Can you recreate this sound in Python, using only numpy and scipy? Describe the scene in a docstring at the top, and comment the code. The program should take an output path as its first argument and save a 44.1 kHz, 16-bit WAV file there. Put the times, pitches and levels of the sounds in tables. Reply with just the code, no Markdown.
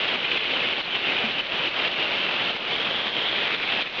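"""Heavy hail on a garden

Heard from a window above a low roof, countless stones merge into a roar.
Nearer ones patter, clack and snap on the tiles, and one knocks on something hollow.
Stones landing right by the microphone give tiny sharp ticks that make the recorder
turn its volume down for a moment."""
import sys
import numpy as np
from scipy import signal
from scipy.io import wavfile

SR = 44100
rng = np.random.default_rng(int(sys.argv[2]) if len(sys.argv) > 2 else 0)


def unload_wav(signal):
    """Save mono or channel-first audio to the path in sys.argv[1] as 16-bit WAV at rate SR, clipped to [-1, 1]."""
    wavfile.write(
        sys.argv[1],
        SR,
        np.round(np.clip(np.atleast_2d(signal).T, -1, 1) * 32767).astype(np.int16),
    )


N = 176400  # 4 seconds

# How strong the far roar is, from low to high: (pitch [Hz], level [dB])
ROAR_TONE = [(25, -15), (55, -22), (100, -15.5), (150, -1), (250, 0.5), (400, 5), (630, 5), (1000, 0.5),
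             (1600, 1), (2300, 0), (3200, -2.5), (4200, -2.5), (5200, -12), (6000, -5.5), (6800, -11.5),
             (9000, -20.5)]


def roar(level_db=-31.5, flicker_db=1.66):
    """Far hail on lawn and leaves blurs into bands of noise, each flickering a little."""
    edges = 20 * 2 ** np.arange(0, 9.1, .5)  # half an octave apart
    noise = rng.standard_normal((2, N))
    out = 0
    for k, (low, high) in enumerate(zip(edges, edges[1:])):
        band = pass_only(noise[k % 2], "band", [low, high], order=2)
        band_db = at_hz(ROAR_TONE, np.sqrt(low * high)) + flicker_db * drift(22)
        out = out + band * from_db(band_db)
    return from_db(level_db) * rms_one(out)


# How strong the patter is, from low to high: (pitch [Hz], level [dB])
PATTER_TONE = [(130, -6), (300, -9), (650, -3), (1200, -2.5), (2500, -1), (4000, 3), (5500, -2.5),
               (6800, -14.5)]


def patter(level_db=-31.5, stones_per_s=3000, spread_db=2.5, colour_db=3.5, ring_cycles=5.74):
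    """Nearer stones land at random; each rings very briefly with its own mix of pitches."""
    sizes_db = spread_db * np.minimum(rng.exponential(1, N), 3.2)  # many small, few big
    lands = rng.random(N) < stones_per_s / SR
    out = 0
    for hz in np.geomspace(140, 7500, 26):
        colour, sign = rng.uniform(-1, 1, (N, 2))[lands].T
        clicks = np.zeros(N)
        clicks[lands] = np.sign(sign) * from_db(sizes_db[lands] + colour_db * colour)
        ringing = rms_one(ring(clicks, hz, ring_cycles / hz))
        out = out + np.sqrt(hz) * from_db(at_hz(PATTER_TONE, hz)) * ringing
    return from_db(level_db) * rms_one(out)


# Big stones hitting the tiles: (time [s], level [dB])
TILE_HITS = [(.028, -22), (.083, -16), (.24, -27), (.313, -15), (.35, -19), (.562, -17), (.672, -23),
             (.693, -21), (.718, -22), (.948, -12.5), (1.305, -21), (1.395, -17), (1.515, -16),
             (1.633, -24), (1.665, -18.5), (1.79, -23), (1.848, -14), (2.022, -16), (2.31, -22.5),
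             (2.845, -15.5), (3.18, -22), (3.472, -26), (3.515, -24), (3.687, -16), (3.722, -22.5)]


def clacks():
    """A big stone shatters on a tile in a short burst of chips."""
    return from_db(-6) * burst(clicks_of(TILE_HITS), hz=2970, fade_s=.038, ring_s=.002, rise_s=.0027)


# Close stones hitting a hard surface: (time [s], level [dB])
CLOSE_BOUNCES = [(.2475, -24), (.4238, -21), (.4435, -6.5), (.6873, -8), (1.1408, -13), (1.299, -19),
                 (1.4025, -14), (1.7905, -12), (1.8552, -22), (2.0795, -11), (2.2045, -16), (3.1931, -12),
                 (3.2545, -13), (3.3605, -25), (3.514, -23), (3.6815, -22), (3.8008, -16)]


def snaps():
    """A close stone bounces off whole with one dry snap."""
    return ring(clicks_of(CLOSE_BOUNCES), hz=3720, fade_s=.00082)


# Stones landing by the microphone: (time [s], level [dB])
MIC_HITS = [(.162, -7.5), (.255, -10), (.378, -6), (.41, -7.5), (.462, -11), (.735, -7), (.77, -9),
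            (.812, -.5), (.842, -3), (.97, -6), (1.32, -9.5), (1.411, -4.5), (1.465, -6.5), (1.56, -11),
            (1.685, -5.5), (1.88, -9.5), (1.93, -9.5), (2.51, -6.5), (2.57, -4), (2.63, -6), (3.02, -8.5),
            (3.10, -8.5), (3.555, -5.5), (3.652, -7.5), (3.825, -3.5), (3.875, -2)]


def ticks():
    """Ice strikes right by the microphone: a tiny, bright tick, then a faint rattle."""
    hits = clicks_of(MIC_HITS)
    tick = pass_only(ring(hits, hz=11160, fade_s=.0018), "high", 6800, order=4)
    rattle = burst(hits, hz=4126, fade_s=.075, ring_s=.007, rise_s=.0025)
    return tick + from_db(-20) * rattle


# The one hit on something hollow: (time [s], level [dB])
HOLLOW_HIT = (1.238, -25)
# The notes it rings with: (pitch [Hz], level [dB], fade time [s])
HOLLOW_NOTES = [(223.5, 0.5, 0.16), (413, -21, 0.099), (722, 0.5, 0.053)]


def knock():
    """One stone sets something hollow ringing."""
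    hit = clicks_of([HOLLOW_HIT])
    return sum(from_db(db) * ring(hit, hz, fade_s) for hz, db, fade_s in HOLLOW_NOTES)


def grit(level_db=-39, chips_per_s=450):
    """Chips of ice bounce and skitter, making a fine, bright crackle."""
    clicks = (rng.random(N) < chips_per_s / SR) * rng.standard_normal(N)
    return from_db(level_db) * random_rings(clicks, low_hz=3300, high_hz=6400, count=12, fade_s=.003)


def pings(level_db=-41, stones_per_s=130):
    """Some stones find a hard edge that rings briefly at one pitch."""
    clicks = (rng.random(N) < stones_per_s / SR) * rng.uniform(-1.05, 1, N)
    return from_db(level_db) * random_rings(clicks, low_hz=2076, high_hz=3758, count=44, fade_s=.15)


def gain_control(x, limit_db=-14, recover_db_per_s=68.5, react_s=.0023):
    """A loud peak makes the recorder turn down fast; the volume then climbs steadily back."""
    excess_db = np.maximum(20 * np.log10(np.abs(x) + 1e-9) - limit_db, 0)
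    climb_db = recover_db_per_s * np.arange(N) / SR
    dip_db = np.maximum.accumulate(excess_db + climb_db) - climb_db
    return x * from_db(-smooth(dip_db, react_s))


# Two bands that the microphone boosts, shifting as it is turned:
# (time [s], pitch [Hz], width [Hz], boost [dB])
MIC_LOWER_BAND = [(0, 2580, 750, 6.5), (0.599, 2610, 762, 6), (1.2, 2540, 645, 6), (1.9, 2660, 595, 6.5),
                  (2.6, 2620, 608, 5.5), (2.95, 2800, 587, 4), (3.2, 2250, 810, 4), (3.47, 2390, 794, 7),
                  (3.72, 2610, 750, 7.5), (4, 2450, 756, 5)]
MIC_UPPER_BAND = [(0, 3220, 590, 4.8), (.6, 3080, 590, 6.2), (1.2, 3060, 556, 5.8), (1.9, 3070, 550, 4.4),
                  (2.6, 3120, 550, 4.7), (2.85, 3250, 300, 7.4), (3.1, 3180, 330, 9.6),
                  (3.33, 3250, 380, 11), (3.39, 3450, 750, 6), (3.52, 3600, 750, 4.1),
                  (3.65, 3280, 700, 5.3), (4, 3300, 700, 4.4)]


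def microphone(x):
    """The microphone's small opening boosts three bands and weakens the bass and treble."""
    x = resonance(x, MIC_LOWER_BAND)
    x = resonance(x, MIC_UPPER_BAND)
    x = resonance(x, [(0, 3800, 280, 2)])  # the third band stays put
    x = pass_only(x, "low", 3713, order=5)
    return pass_only(x, "high", 108, order=2)


def self_noise(rumble_db=-62, hiss_db=-54):
    """The recorder adds a faint rumble and hiss of its own."""
    low, high = rng.standard_normal((2, N))
    rumble = pass_only(low, "low", 39.8, order=2)
    hiss = pass_only(pass_only(high, "low", 4760, order=6), "high", 2000, order=2)
    return from_db(rumble_db) * rms_one(rumble) + from_db(hiss_db) * rms_one(hiss)


def from_db(db):
    """Turn decibels into a number to multiply by."""
    return 10 ** (np.asarray(db) / 20)


def rms_one(x):
    """Scale a signal to an average strength (rms) of 1."""
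    return x / np.sqrt(np.mean(x ** 2) + 1e-20)


def in_time(rows):
    """Join a table's rows with straight lines, giving values for every sample."""
    times, *columns = np.transpose(rows)
    return [np.interp(np.arange(N) / SR, times, column) for column in columns]


def at_hz(rows, hz):
    """Read the level at any pitch from a tone table."""
    pitches, levels = np.transpose(rows)
    return np.interp(np.log(hz), np.log(pitches), levels)


def drift(hz):
    """A smooth random wobble, about 1 in size."""
    r = np.exp(-80 * np.pi * hz / SR)
    noise = rng.standard_normal(N // 40 + 2002)  # one value per 40 samples
    slow = signal.lfilter([1], [1, -2 * r, r * r], noise)[2000:]
    return np.interp(np.arange(N) / 40, np.arange(len(slow)), rms_one(slow))


def clicks_of(rows):
    """One click for each (time [s], level [dB]) row."""
    out = np.zeros(N)
    for s, db in rows:
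        out[int(s * SR)] = from_db(db)
    return out


def ring(clicks, hz, fade_s):
    """Each click starts a pure tone that fades by 60 dB in fade_s."""
    r = np.exp(-np.log(1000) / (fade_s * SR))
    w = 2 * np.pi * hz / SR
    return signal.lfilter([0, np.sin(w)], [1, -2 * r * np.cos(w), r * r], clicks + 1e-18)


def random_rings(clicks, low_hz, high_hz, count, fade_s):
    """Each click rings at a pitch picked at random from a set."""
    pitches = np.geomspace(low_hz, high_hz, count)
    picked = rng.integers(0, count, N)
    return rms_one(sum(ring(clicks * (picked == k), hz, fade_s) for k, hz in enumerate(pitches)))


def burst(hits, hz, fade_s, ring_s, rise_s):
    """Each hit starts a puff of noise around one pitch, which swells fast and dies away."""
    swelling = smooth(hits + 1e-18, rise_s)
    loudness = signal.lfilter([1], [1, -np.exp(-np.log(1000) / (fade_s * SR))], swelling)
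    return loudness * rms_one(ring(rng.standard_normal(N), hz, ring_s))


def smooth(x, seconds):
    """Soften sudden changes."""
    r = np.exp(-1 / (seconds * SR))
    return signal.lfilter([1 - r], [1, -r], x)


def pass_only(x, kind, hz, order):
    """Let the lows, the highs or a band through; a higher order cuts more steeply."""
    return signal.sosfilt(signal.butter(order, hz, kind, fs=SR, output="sos"), x)


def resonance(x, rows, block=128):
    """Boost one band, taking its pitch, width and boost from a table."""
    hz, width, boost_db = in_time(rows)
    band, state = np.zeros(N), np.zeros(2)
    for i in range(0, N, block):
        r = np.exp(-np.pi * width[i] / SR)
        b = (1 - r * r) / 2 * np.array([1, 0, -1])
        a = [1, -(1 + r * r) * np.cos(2 * np.pi * hz[i] / SR), r * r]
        band[i:i + block], state = signal.lfilter(b, a, x[i:i + block], zi=state)
    return x + (from_db(boost_db) - 1) * band


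# How hard the hail is falling: (time [s], level [dB])
HAIL_STRENGTH = [(0, 1), (.45, 2), (.64, 0.5), (.84, 3.1), (1.05, 2.5), (1.25, 0.6), (1.45, 0.4),
                 (1.8, 2.4), (2.1, 0.8), (2.4, 1.6), (2.62, 2.7), (2.85, 1), (3.1, 1.4), (3.3, -1),
                 (3.45, 1.3), (3.8, 0.9), (4, 4)]


def scene():
    """The hail swells and eases, with single stones on top."""
    strength_db, = in_time(HAIL_STRENGTH)
    hail = from_db(strength_db) * (roar() + patter() + pings())
    return (hail + clacks() + snaps() + knock() + ticks())[None]


def record(dry, ceiling=.33, cutoff_hz=6800):
    """The recorder dips, colours the sound, adds noise, rounds off peaks and cuts the top."""
    x = microphone(gain_control(dry[0])) + self_noise()
    rounded = x / (1 + (x / ceiling) ** 6) ** (1 / 6)
    steep_cut = signal.ellip(10, .2, 90, cutoff_hz, fs=SR, output="sos")
    return signal.sosfilt(steep_cut, rounded)[None]


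dry = scene()
out = record(dry)
unload_wav(out)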